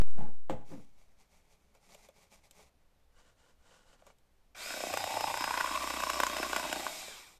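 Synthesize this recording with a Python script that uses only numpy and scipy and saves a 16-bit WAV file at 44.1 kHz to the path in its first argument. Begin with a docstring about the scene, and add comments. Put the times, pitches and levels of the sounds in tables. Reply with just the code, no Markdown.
"""Cutting cardboard with a rotary blade

A cordless screwdriver with a cutting head is dragged off a table, lifted and set against a card sheet.
Its motor spins up, the gears whine and rattle, and the many-sided blade, geared to it, bites about
thirty times a second. The card's resonance climbs as the cut advances; the last strip tears through,
and the motor coasts to rest in a quiet room."""
import sys
import numpy as np
from scipy import signal
from scipy.fft import rfft, irfft, next_fast_len
from scipy.io import wavfile
from scipy.ndimage import uniform_filter1d, map_coordinates

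SR = 44100
rng = np.random.default_rng(int(sys.argv[2]) if len(sys.argv) > 2 else 0)


def pcm_store(signal):
    """Save signal as 16-bit PCM."""
    levels = np.round(np.clip(np.atleast_2d(signal), -1, 1) * 32767)
    wavfile.write(sys.argv[1], SR, levels.astype(np.int16).T)


N = 325899
TIME = np.arange(N) / SR
IMPACT_TIME = TIME[:2048]

MOTOR_ON_S, RELEASE_S, MOTOR_OFF_S = 4.548, 6.96, 7.385
FIRST_BITE_S, BLADE_OUT_S, TEETH_PER_BITE = 4.7065, 6.742, 85
FREE_MESH_HZ = 2800  # gear mesh rate without load
UPPER_MODE_HZ, UPPER_WIDTH_HZ = 1462, 126  # a higher resonance of the sheet

# spectrum of the card's liner snapping: frequency_hz, density_db
CRACK_SPECTRUM = [(60, -53.5), (150, -32.5), (300, -28), (1000, -35), (3000, 8.5), (5000, -3), (7600, 8),
                  (9800, -9.5), (11500, 1.5), (15000, -7.5)]
# modes of the loosely held sheet: pitch_hz, width_hz, level_db
SHEET_MODES = [(179, 79, -0.5), (433, 10, 4.5), (580, 122, 3), (840, 180, -11), (1100, 45, -11),
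               (2265, 130, -3), (3270, 160, -9.5)]
# modes of the gearbox housing: pitch_hz, width_hz, level_db
HOUSING_MODES = [(750, 24, 10.5), (2344, 95, 9), (3230, 36, 7), (3760, 28, -10), (4840, 79, -4),
                 (5300, 610, -2), (6000, 46, -15), (6700, 100, -21), (8150, 230, -1)]
# stationary modes of card and cutting head: pitch_hz, width_hz, level_db
HEAD_MODES = [(615, 80, -1.5), (1090, 110, -4), (1950, 240, -9), (2480, 400, -11)]
# moving resonance of the card at the blade: time_s, pitch_hz
CARD_PITCH = [(4.8, 640), (5.1, 830), (5.3, 900), (5.47, 1010), (5.82, 1085), (5.95, 1050), (6.55, 1086),
              (6.78, 820), (7.05, 750)]
# relative strength of the sheet's higher resonance: time_s, level_db
UPPER_MODE_LEVEL = [(4.71, 11), (4.8, 4), (5.25, -9.5), (5.42, 8), (5.58, 8), (5.8, 1), (6.3, 3.5),
                    (6.5, 6), (6.9, 4.5)]


def amp(db):
    """Decibels to amplitude ratio."""
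    return 10 ** (np.asarray(db) / 20)


def unit(x):
    """Normalisation to rms 1."""
    return x / np.sqrt(np.mean(x ** 2) + 1e-20)


def along(points, hz):
    """Interpolation of (frequency_hz, value) points on a logarithmic frequency axis."""
    frequencies, values = np.transpose(points)
    return np.interp(np.log(hz + 1), np.log(frequencies + 1), values)


def curve(points, at_s=TIME):
    """Linear interpolation of (time_s, value) points."""
    return np.interp(at_s, *np.transpose(points))


def gate(start_s, end_s):
    """A trapezoidal window with 8 ms edges."""
    return np.clip(np.minimum(TIME - start_s, end_s - TIME) / .008, 0, 1)


def swell(*times_s, shape=(0, 1, 0)):
    """An envelope of quarter sines; by default a rise from 0 to 1 and a fall back."""
    return np.sin(np.pi / 2 * np.interp(TIME, times_s, shape))


def strokes(rows):
    """The summed envelope of sliding movements, each swelling for 44% of its length."""
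    return sum(amp(db) * swell(start, start + .44 * (end - start), end) for start, end, db in rows)


def wobble(knots_per_s):
    """Smooth random modulation: a spline through Gaussian values."""
    samples = np.arange(0, N + 16, 16)
    spline = map_coordinates(rng.standard_normal(8192), [samples * knots_per_s / SR], mode="wrap")
    return np.interp(np.arange(N), samples, spline)


def phase(hz):
    """Phase in radians, the integral of instantaneous frequency."""
    return 2 * np.pi * np.cumsum(hz) / SR


def filtered(x, response):
    """Linear filtering: the spectrum times a frequency response."""
    size = next_fast_len(len(x) + 8192)
    return irfft(rfft(x, size) * response(np.fft.rfftfreq(size, 1 / SR)), size)[:len(x)]


def highpass(x, hz):
    """Radiation loss: small bodies radiate little below a cutoff."""
    return signal.sosfilt(signal.butter(4, hz, "highpass", fs=SR, output="sos"), x)


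def noise(spectrum, size=N):
    """White noise shaped to a spectrum; rms 1."""
    return unit(filtered(rng.standard_normal(size), lambda hz: amp(along(spectrum, hz))))


def grains(per_s=450, spread_db=4):
    """Shot noise: fibres catch and let go in random impulses."""
    hits = rng.random(N) < per_s / SR
    return hits * rng.choice([-1, 1], N) * amp(spread_db * np.clip(rng.standard_normal(N), -2, 2))


def ring(force, modes):
    """Modal superposition: a force drives damped (pitch_hz, width_hz, level_db) resonators."""
    return filtered(force, lambda hz: sum(
        amp(db) * 1j * hz * width / (pitch ** 2 - hz ** 2 + 1j * hz * width)
        for pitch, width, db in modes))


def gliding_ring(force, pitch_hz, flutter_hz):
    """A moving resonance as a carrier modulated by the low-passed force; rms 1."""
    flutter = filtered(force, lambda hz: 1 / (1 + 1j * hz / flutter_hz) / (1 + 1j * hz / flutter_hz / 1.3))
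    return unit(flutter * np.sin(phase(pitch_hz)))


def blow(modes, crumble, decay_s, cutoff_hz):
    """Impact excitation: an impulse and crumbling contact ring the modes; rms 1 over the loudest 2 ms."""
    force = crumble * rng.standard_normal(len(IMPACT_TIME)) * np.exp(-IMPACT_TIME / decay_s)
    force[0] += 1
    softening = signal.butter(2, min(cutoff_hz, SR / 4), fs=SR, output="sos")
    sound = signal.sosfilt(softening, highpass(ring(force, modes), 244))
    return sound / np.sqrt(uniform_filter1d(sound ** 2, size=88).max())


def add(track, start_s, sound):
    """Superposition of a sound on a track."""
    part = track[round(start_s * SR):][:len(sound)]
    part += sound[:len(part)]


def room_air():
    """Ambient noise, strongest in the bass."""
    # background spectrum: frequency_hz, density_db
    air_spectrum = [(25, 4.5), (45, -14.5), (62, -1), (90, -14), (200, -16), (340, -21.5), (560, -20.5),
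                    (1200, -27), (4000, -33.5), (8000, -38.5), (14500, -40.5)]
    return amp(-66) * noise(air_spectrum)


def card_taps():
    """Light impacts give a tick and excite the sheet's modes: card tapping the cutting head, and at the end the
    offcut falling away."""
    # taps and their relative strengths: start_s, tick_db, body_db
    taps = [(0.0729, -50.5, -53.5), (0.108, -51.5, -74), (1.7499, -56, -61), (1.947, -44.5, -51.5),
            (2.087, -50.5, -51.5), (2.333, -62, -60.5), (2.51, -43, -68), (2.591, -66, -57),
            (4.021, -68, -54.5), (4.0668, -47.5, -55), (4.1017, -62, -55.5), (4.1846, -60, -87),
            (7.081, -45, -46)]
    out = np.zeros(N)
    for start_s, tick_db, body_db in taps:
        tick = noise(CRACK_SPECTRUM, len(IMPACT_TIME)) * np.exp(-IMPACT_TIME / .0038)
        body = blow(SHEET_MODES, crumble=.83, decay_s=.0081, cutoff_hz=1980)
        add(out, start_s, amp(tick_db - 8) * tick + amp(body_db - 1) * body)
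    return out


def table_contact():
    """Friction and impacts force the table's modes; each knock also rings the tool's shell and guard."""
    # the grip dragged over the table: start_s, peak_s, end_s, level_db
    drags = [(0.129, 0.219, 0.35, -52), (0.672, 0.731, 0.83, -55)]
    # the tool knocking and rocking: start_s, clack_db, shell_db, guard_db
    knocks = [(.181, -59, -56, -70), (0.207, -54, -60, -44), (0.4974, -39, -32.5, -48),
              (.5065, -47.5, -36, -65), (.5098, -46, -44, -52), (.529, -52, -47, -57),
              (.612, -64, -61, -69)]
    # dry contact with the table: frequency_hz, density_db
    clack_spectrum = [(80, 8.5), (200, -7), (800, 0), (1100, -10), (3200, -16.5), (5000, -28.5),
                      (8000, -22), (10000, -42), (14000, -34.5)]
    # modes of the plastic shell: pitch_hz, width_hz, level_db
    shell_modes = [(230, 160, 23), (515, 130, 20.5), (810, 120, -17.5), (3100, 500, 7)]
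    # modes of the table with the tool on it: pitch_hz, width_hz, level_db
    table_modes = [(146, 37, 6.5), (206, 54, 6.5), (282, 19, 5), (401, 35, -0.5), (506, 18, 3),
                   (610, 50, -9.5), (727, 18, -8), (823, 7.2, 5.5), (1227, 7.2, -19.5), (1450, 133, -27)]
    force, direct, t = np.zeros(N), np.zeros(N), TIME[:SR // 3]
    for start_s, peak_s, end_s, db in drags:
        pressure = swell(start_s, peak_s, end_s) ** 2 * amp(db + 4.1 * wobble(160))
        force += pressure * noise([(200, -1), (900, -4.5), (3000, -13.5), (9000, -13.5)])
    guard = np.sin(2 * np.pi * 848 * t) + .4 * np.sin(2 * np.pi * 826 * t)  # two close modes beat
    guard *= amp(-60 * t / .25)
    for start_s, clack_db, shell_db, guard_db in knocks:
        decay = np.exp(-t / .0091) + amp(-9.5) * np.exp(-t / .05)
        clack = amp(clack_db) * noise(clack_spectrum, len(t)) * decay
        shell = blow(shell_modes, crumble=.03, decay_s=.002, cutoff_hz=2500)
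        add(direct, start_s, clack + amp(guard_db) * guard)
        add(direct, start_s, amp(shell_db) * shell)
        add(force, start_s, amp(2.5) * clack)
    return direct + amp(7.5) * highpass(ring(force, table_modes), 72)


def handling():
    """Sliding friction: fingers brush the card, then the guard scrapes its edge; the sheet rings faintly."""
    # hands shifting on tool and card: start_s, end_s, level_db
    hand_strokes = [(.64, 0.86, -63.5), (0.971, 1.07, -72), (1.16, 1.28, -76), (1.29, 1.43, -76),
                    (1.469, 1.555, -73.5), (1.735, 1.79, -71), (1.8, 1.92, -71), (1.88, 2.02, -61),
                    (1.97, 2.12, -68), (2.13, 2.29, -66.5), (2.298, 2.4, -63.5), (2.425, 2.49, -66),
                    (2.5, 2.7, -66.5)]
    # rustle of the hands: frequency_hz, density_db
    rustle_spectrum = [(88, -43), (150, -6.5), (211, -1), (333, -19), (426, 1.5), (468, -45), (515, -20),
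                       (659, -10), (812, -1), (964, -5), (1700, -15.5), (2140, -3), (3010, -12.5),
                       (6310, -8), (14000, -21)]
    # the guard sliding along the edge: start_s, end_s, level_db
    guard_slides = [(3.12, 3.35, -67.5), (3.35, 3.56, -67.5), (3.57, 3.92, -67), (3.85, 3.98, -65.5),
                    (3.95, 4.08, -69.5), (4.05, 4.14, -65)]
    # friction of guard on card: frequency_hz, density_db
    edge_spectrum = [(88, -37), (150, -9), (250, 1.5), (387, -23), (556, 0), (672, -3), (1120, 0),
                     (1310, -8), (1440, -5.5), (1980, -7.5), (2950, -11.5), (7770, -10.5), (14000, -35)]
    # modes of the sheet braced against the guard: pitch_hz, width_hz, level_db
    braced_modes = [(496, 75, 0), (965, 74, -23), (1436, 100, -0.5), (2390, 48, -20), (2910, 170, -6)]
    scratches = grains()
    grit = unit(filtered(scratches, lambda hz: amp(along(rustle_spectrum, hz))))
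    sheet = unit(ring(scratches, SHEET_MODES))
    brush = unit(noise(rustle_spectrum) + amp(-8) * grit + amp(-5.5) * sheet)
    scrape = unit(noise(edge_spectrum) + amp(-3) * unit(ring(scratches, braced_modes)))
    catching = unit(amp(.72 * wobble(380) + 2.5 * wobble(35)))
    settling_grip = amp(-79) * gate(.84, 2.7)
    return catching * ((strokes(hand_strokes) + settling_grip) * brush + strokes(guard_slides) * scrape)


def grip_judder():
    """Stick-slip oscillation of the rubber grip slows as the tool lifts off."""
    # rate of slipping: time_s, rate_hz
    slip_rate = [(0.71, 360), (0.79, 216)]
    slip_hz = curve(slip_rate) * (1 + .069 * wobble(150))
    return amp(-45.5) * swell(.7, .75, .815) * np.sin(phase(slip_hz))


def backlash_clack():
    """The gears take up their slack at the start, and the impact rings the housing."""
    out = np.zeros(N)
    add(out, MOTOR_ON_S, amp(-52) * blow(HOUSING_MODES, crumble=.32, decay_s=.009, cutoff_hz=4400))
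    return out


def mesh_rate():
    """Tooth-passing frequency in Hz: inertia makes the motor spin up and coast down gradually."""
    # running speed, sagging as the blade is loaded: time_s, mesh_hz
    running_speed = [(4.78, 2606), (4.98, 2483), (5.16, 2565), (5.36, 2505), (5.55, 2545), (5.8, 2602),
                     (6.17, 2606), (6.33, 2545), (6.52, 2612), (6.74, 2535), (6.93, 2560)]
    spin_up_s, coast_s = .04, .46
    spin_up = 1 - np.exp(-np.maximum(TIME - MOTOR_ON_S, 0) / spin_up_s)
    coast = np.clip(1 - (TIME - RELEASE_S) / coast_s, 0, 1) ** 1.05
    return curve(running_speed) * spin_up * coast


def gear_whine(mesh_hz, mesh_phase):
    """Periodic tooth contact radiates tones, modulated by the rotor and stronger under torque."""
    # gear tones: mesh_multiple, level_db
    partials = [(1, -3.5), (2.015, 0.5)]
    full_torque_sag_hz = 111
    torque = np.clip((FREE_MESH_HZ - mesh_hz) / full_torque_sag_hz, 0, 1) * gate(MOTOR_ON_S, BLADE_OUT_S)
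    engaged = np.interp(TIME, [MOTOR_ON_S, 4.63], [0, 1]) ** 2
    coasting = gate(RELEASE_S, MOTOR_OFF_S)
    gain = engaged * amp(-60 + 10.5 * torque + 5.5 * coasting) * (mesh_hz / FREE_MESH_HZ) ** 1.32
    tones = sum(amp(db + 3.2 * wobble(12) + 2.2 * wobble(150)) * np.sin(multiple * mesh_phase)
                for multiple, db in partials)
    return gain * tones * (1 + .6 * np.cos(mesh_phase / 9))


def gear_rattle(mesh_hz, mesh_phase):
    """Tooth impacts ring the housing and small gears add wavering shaft orders; both grow with speed."""
    # spectrum of the rattle: frequency_hz, density_db
    gear_spectrum = [(150, -6), (400, -1.5), (700, -6), (1000, 4), (1700, -7), (2400, 0.5), (3000, -4.5),
                     (3600, 2.5), (4400, -3.5), (5100, -0.5), (6100, -4), (7600, 0), (9800, -11.5),
                     (11300, -9), (14500, -11)]
    pace = mesh_hz / FREE_MESH_HZ
    chatter = np.zeros(N)
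    for order in np.linspace(.8, 5.4, 44) + rng.uniform(-.05, .05, 44):
        gain = amp(along(gear_spectrum, order * mesh_hz) + 3 * wobble(22))
        chatter += gain * np.sin(order * mesh_phase + wobble(60))
    chatter = unit(chatter * gate(MOTOR_ON_S, MOTOR_OFF_S))
    teeth = noise(gear_spectrum)
    housing = unit(ring(noise([(500, .39), (2000, 4.8)]), HOUSING_MODES))
    pulsing_db = .5 * np.cos(mesh_phase / 9) + .53 * wobble(500) + .79 * wobble(40)
    rattle = unit((teeth + amp(-6) * housing) * amp(pulsing_db))
    return amp(-45.4) * pace * rattle + amp(-50.5) * pace ** 2 * chatter


def motor(mesh_hz):
    """Gears and rotor share one rotation; backlash modulates its frequency, most under load."""
    smear = np.maximum(.65, gate(FIRST_BITE_S, BLADE_OUT_S))
    mesh_phase = phase(mesh_hz * (1 + smear * (.008 * wobble(70) + .013 * wobble(400))))
    whine = gear_whine(mesh_hz, mesh_phase)
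    # the three-pole rotor's own tone, heard as it coasts
    rotor_gain = amp(-59 + 2.2 * wobble(55)) * gate(RELEASE_S, MOTOR_OFF_S) * (mesh_hz / FREE_MESH_HZ) ** 2
    rotor_tone = rotor_gain * np.sin(mesh_phase / 3)
    return gate(MOTOR_ON_S, MOTOR_OFF_S) * (whine + gear_rattle(mesh_hz, mesh_phase) + rotor_tone)


def bite_schedule(mesh_hz):
    """Gear reduction times one bite per blade corner; returns rows with the columns of listed_bites."""
    # how hard the blade is pushed: time_s, thud_db
    push = [(4.68, -32), (5.1, -30), (5.4, -24), (5.62, -25.5), (5.78, -31), (5.94, -26.5), (6.17, -30),
            (6.31, -28), (6.47, -30.5), (6.66, -33.5), (6.9, -39)]
    # bites listed one by one, each replacing the nearest scheduled bite: start_s, thud_db, relative_crack_db,
    # pitch_hz, width_hz
    listed_bites = [(4.805, -29.5, -16, 630, 201.5), (4.8379, -24.5, -41, 620, 169),
                    (4.8697, -30, -43, 684, 260), (4.9394, -20.5, -14.5, 720, 260),
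                    (4.973, -19.5, -13, 750, 260), (5.0409, -23.5, -12.5, 723, 220),
                    (5.0747, -25.5, -18, 800, 240), (5.107, -28, -13, 760, 262),
                    (5.1413, -28.5, -17, 770, 260), (5.1731, -24.5, -24, 770, 220),
                    (5.2082, -22, -13, 804, 240), (5.242, -22.5, -23, 810, 220),
                    (5.2747, -29.5, -19, 840, 240), (5.307, -28, -31, 900, 198),
                    (5.3415, -22, -17.5, 940, 160), (5.374, -24, -11.5, 960, 260),
                    (5.408, -22.5, -13.5, 1014, 240), (5.4409, -19.5, -17, 944, 171.5),
                    (5.508, -20.5, -39, 988, 89.8), (5.5413, -21.5, -22, 1000, 199),
                    (5.5748, -21.5, -23, 940, 200), (5.6089, -24.5, -15, 1040, 200),
                    (5.8742, -24.5, -16.5, 1010, 200), (5.9053, -22, -17.5, 1020, 280),
                    (6.0037, -22.5, -13, 1064, 260), (6.0367, -19.5, -18, 1000, 137),
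                    (6.069, -23.5, -28, 1050, 110), (6.1007, -18, -12.5, 1010, 260),
                    (6.134, -28, -8, 1100, 300), (6.202, -15, -13, 1020, 320),
                    (6.2346, -15, -13, 1030, 320), (6.267, -21, -9, 1030, 220),
                    (6.367, -23.5, -12, 870, 326), (6.4001, -28, -63, 674, 170),
                    (6.43, -20.5, -27.5, 1100, 218), (6.5318, -19, -35, 1100, 220),
                    (6.5626, -17.5, -13.5, 1100, 280), (6.5967, -26, -10.5, 1050, 280),
                    (6.7277, -21.5, -9.5, 790, 220), (6.8663, -20.5, -33.5, 1070, 378)]
    corners = np.cumsum(mesh_hz) / SR / TEETH_PER_BITE
    corners -= np.interp(FIRST_BITE_S, TIME, corners)
    start_s = np.interp(np.arange(np.interp(RELEASE_S, TIME, corners)), corners, TIME)
    scatter = rng.standard_normal((len(start_s), 2))
    thud_db = curve(push, start_s) + 1.2 * scatter[:, 0]
    crack_db = -28.5 - 3 * scatter[:, 1]
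    width_hz = np.full(len(start_s), 210)
    bites = np.column_stack([start_s, thud_db, crack_db, curve(CARD_PITCH, start_s), width_hz])
    for burst in listed_bites:
        bites[np.argmin(abs(start_s - burst[0]))] = burst
    return bites


def crush_db(bites):
    """Contact load raises the friction level in a Gaussian pulse around each bite."""
    peaks = np.zeros(N)
    for start_s, thud_db, *_ in bites:
        peaks[round(start_s * SR)] = amp(thud_db / 2)
    lag_s = np.arange(-1024, 1025) / SR
    load = signal.fftconvolve(peaks, np.exp(-((lag_s - .001) / .0045) ** 2), "same")
    return 9.5 * load / load.max()


def blade_rubbing(bites):
    """Friction on the fibres drives the card's modes; one climbs as the uncut part shortens."""
    # low flexing modes, freed as the cut deepens: pitch_hz, width_hz, level_db
    flex_modes = [(278, 94, -3), (383, 120, -5), (624, 62, 6.5), (614, 35, -13)]
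    sinking_s, leaving_s = np.maximum(4.9 - TIME, 0), np.maximum(TIME - BLADE_OUT_S, 0)
    rub_db = -38.5 - 37.5 * sinking_s - 69 * leaving_s + wobble(8) + crush_db(bites)
    fibres = rng.standard_normal(N) * amp(4.4 * wobble(300))
    contact = np.interp(TIME, [4.6, 5.25, 5.38, 6.5, 6.8], [.85, 1.37, 1.94, .87, 1.06])
    card = contact * gliding_ring(fibres, curve(CARD_PITCH), flutter_hz=80)
    head = unit(highpass(ring(fibres, HEAD_MODES), 435))
    upper = unit(highpass(ring(fibres, [(UPPER_MODE_HZ, UPPER_WIDTH_HZ, 0)]), 1140))
    upper *= amp(curve(UPPER_MODE_LEVEL))
    freed = swell(5.08, 8.47, shape=(0, 1)) * (TIME <= 7.1)
    flex = freed * unit(highpass(ring(fibres, flex_modes), 193))
    resonances = amp(-7) * card + amp(-9) * head + amp(-15.5) * upper + amp(-5.5) * flex
    return gate(MOTOR_ON_S, MOTOR_OFF_S) * amp(rub_db) * resonances


def blade_bites(bites):
    """Impact and fracture: each corner crushes the card and snaps its liner; a harder snap is brighter."""
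    out = np.zeros(N)
    thump = blow([(280, 107, 0)], crumble=0, decay_s=1, cutoff_hz=600)  # the whole sheet dips
    crack_envelope = np.exp(-IMPACT_TIME / .0023) * (1 - np.exp(-IMPACT_TIME / .00057))
    for start_s, thud_db, crack_db, pitch_hz, width_hz in bites:
        upper_mode = (UPPER_MODE_HZ, UPPER_WIDTH_HZ, curve(UPPER_MODE_LEVEL, start_s))
        modes = [(pitch_hz, width_hz, 10), upper_mode] + HEAD_MODES
        thud = blow(modes, crumble=.06, decay_s=.003, cutoff_hz=4200 * amp(crack_db / 3))
        crack = noise(CRACK_SPECTRUM, len(IMPACT_TIME)) * crack_envelope
        bite = amp(thud_db) * (amp(-4.5) * thud + amp(crack_db + 3.5) * crack)
        # the thump grows as the cut frees the sheet and fades once the blade leaves
        past_exit_s = start_s - BLADE_OUT_S
        thump_db = -41.5 + 3 * past_exit_s - 69 * max(past_exit_s, 0) + rng.normal(0, 2.77)
        add(out, start_s, bite + amp(thump_db) * thump)
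    return out


def shudder(mesh_hz):
    """Forced vibration: the tool hums at twice the bite rate; the sheet's lowest mode climbs and fades."""
    hum_gain = swell(5.1, 6.45, 6.95) * amp(-57 + 1.5 * wobble(12))
    hum_hz = 2 * mesh_hz / TEETH_PER_BITE
    flex_hz = .13 * curve(CARD_PITCH) * (1 + .15 * wobble(60))
    flex_gain = (TIME >= 4.91) * swell(4.65, 5.58, shape=(1, 0)) * amp(-55.5 + 5.4 * wobble(30))
    return hum_gain * np.sin(phase(hum_hz)) + flex_gain * np.sin(phase(flex_hz))


def cut_through():
    """Fracture rings the last strip as it tears and snaps; the offcut droops with a falling creak."""
    # modes of the last strip: pitch_hz, width_hz, level_db
    strip_modes = [(270, 70, -2), (405, 64, 4), (600, 70, -2), (810, 150, 0), (1430, 90, -9)]
    # creak of the drooping offcut: time_s, pitch_hz
    creak_pitch = [(6.87, 600), (6.9, 430), (6.93, 230)]
    tear = unit(highpass(ring(grains(), strip_modes), 200))
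    creak = gliding_ring(rng.standard_normal(N), curve(creak_pitch), flutter_hz=45)
    out = amp(-40) * swell(6.68, 6.735, 6.88) * tear + amp(-41) * swell(6.86, 6.89, 6.945) * creak
    add(out, 6.727, amp(-30) * blow(strip_modes, crumble=.1, decay_s=.003, cutoff_hz=3000))
    return out


def reverberation(x):
    """Convolution with a small room's diffuse tail, which decays faster in the treble."""
    # reverberation time: frequency_hz, t60_s
    decay_times = [(150, 0.36), (1000, 0.16), (10000, 0.1)]
    hz, t, spectra = signal.stft(rng.standard_normal(SR // 2), SR, nperseg=256)
    decay = amp(-60 * t / along(decay_times, hz)[:, None])
    tail = signal.istft(spectra * decay, SR, nperseg=256)[1]
    return signal.fftconvolve(x, tail / np.linalg.norm(tail))[:N]


def scene():
    """Superposition of nearby sources, their weak reverberation and faint room noise."""
    mesh_hz = mesh_rate()
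    bites = bite_schedule(mesh_hz)
    direct = backlash_clack() + motor(mesh_hz)
    direct += blade_rubbing(bites) + blade_bites(bites) + shudder(mesh_hz)
    direct += table_contact() + grip_judder() + handling() + card_taps()
    return (direct + amp(-13) * reverberation(direct) + room_air())[None]


def record(dry):
    """An opening transient, a settling offset with one pop, is added; a low-pass limits the band."""
    settle_s, pop_s, top_hz = .15, .0165, 14350
    offset = -.22 * (1 + TIME / settle_s) * np.exp(-TIME / settle_s)
    pop = .05 * (TIME > pop_s) * np.exp(-np.abs(TIME - pop_s) / .025)
    return np.array([filtered(x + offset + pop, lambda hz: hz < top_hz) for x in dry])


dry = scene()
out = record(dry)
pcm_store(out)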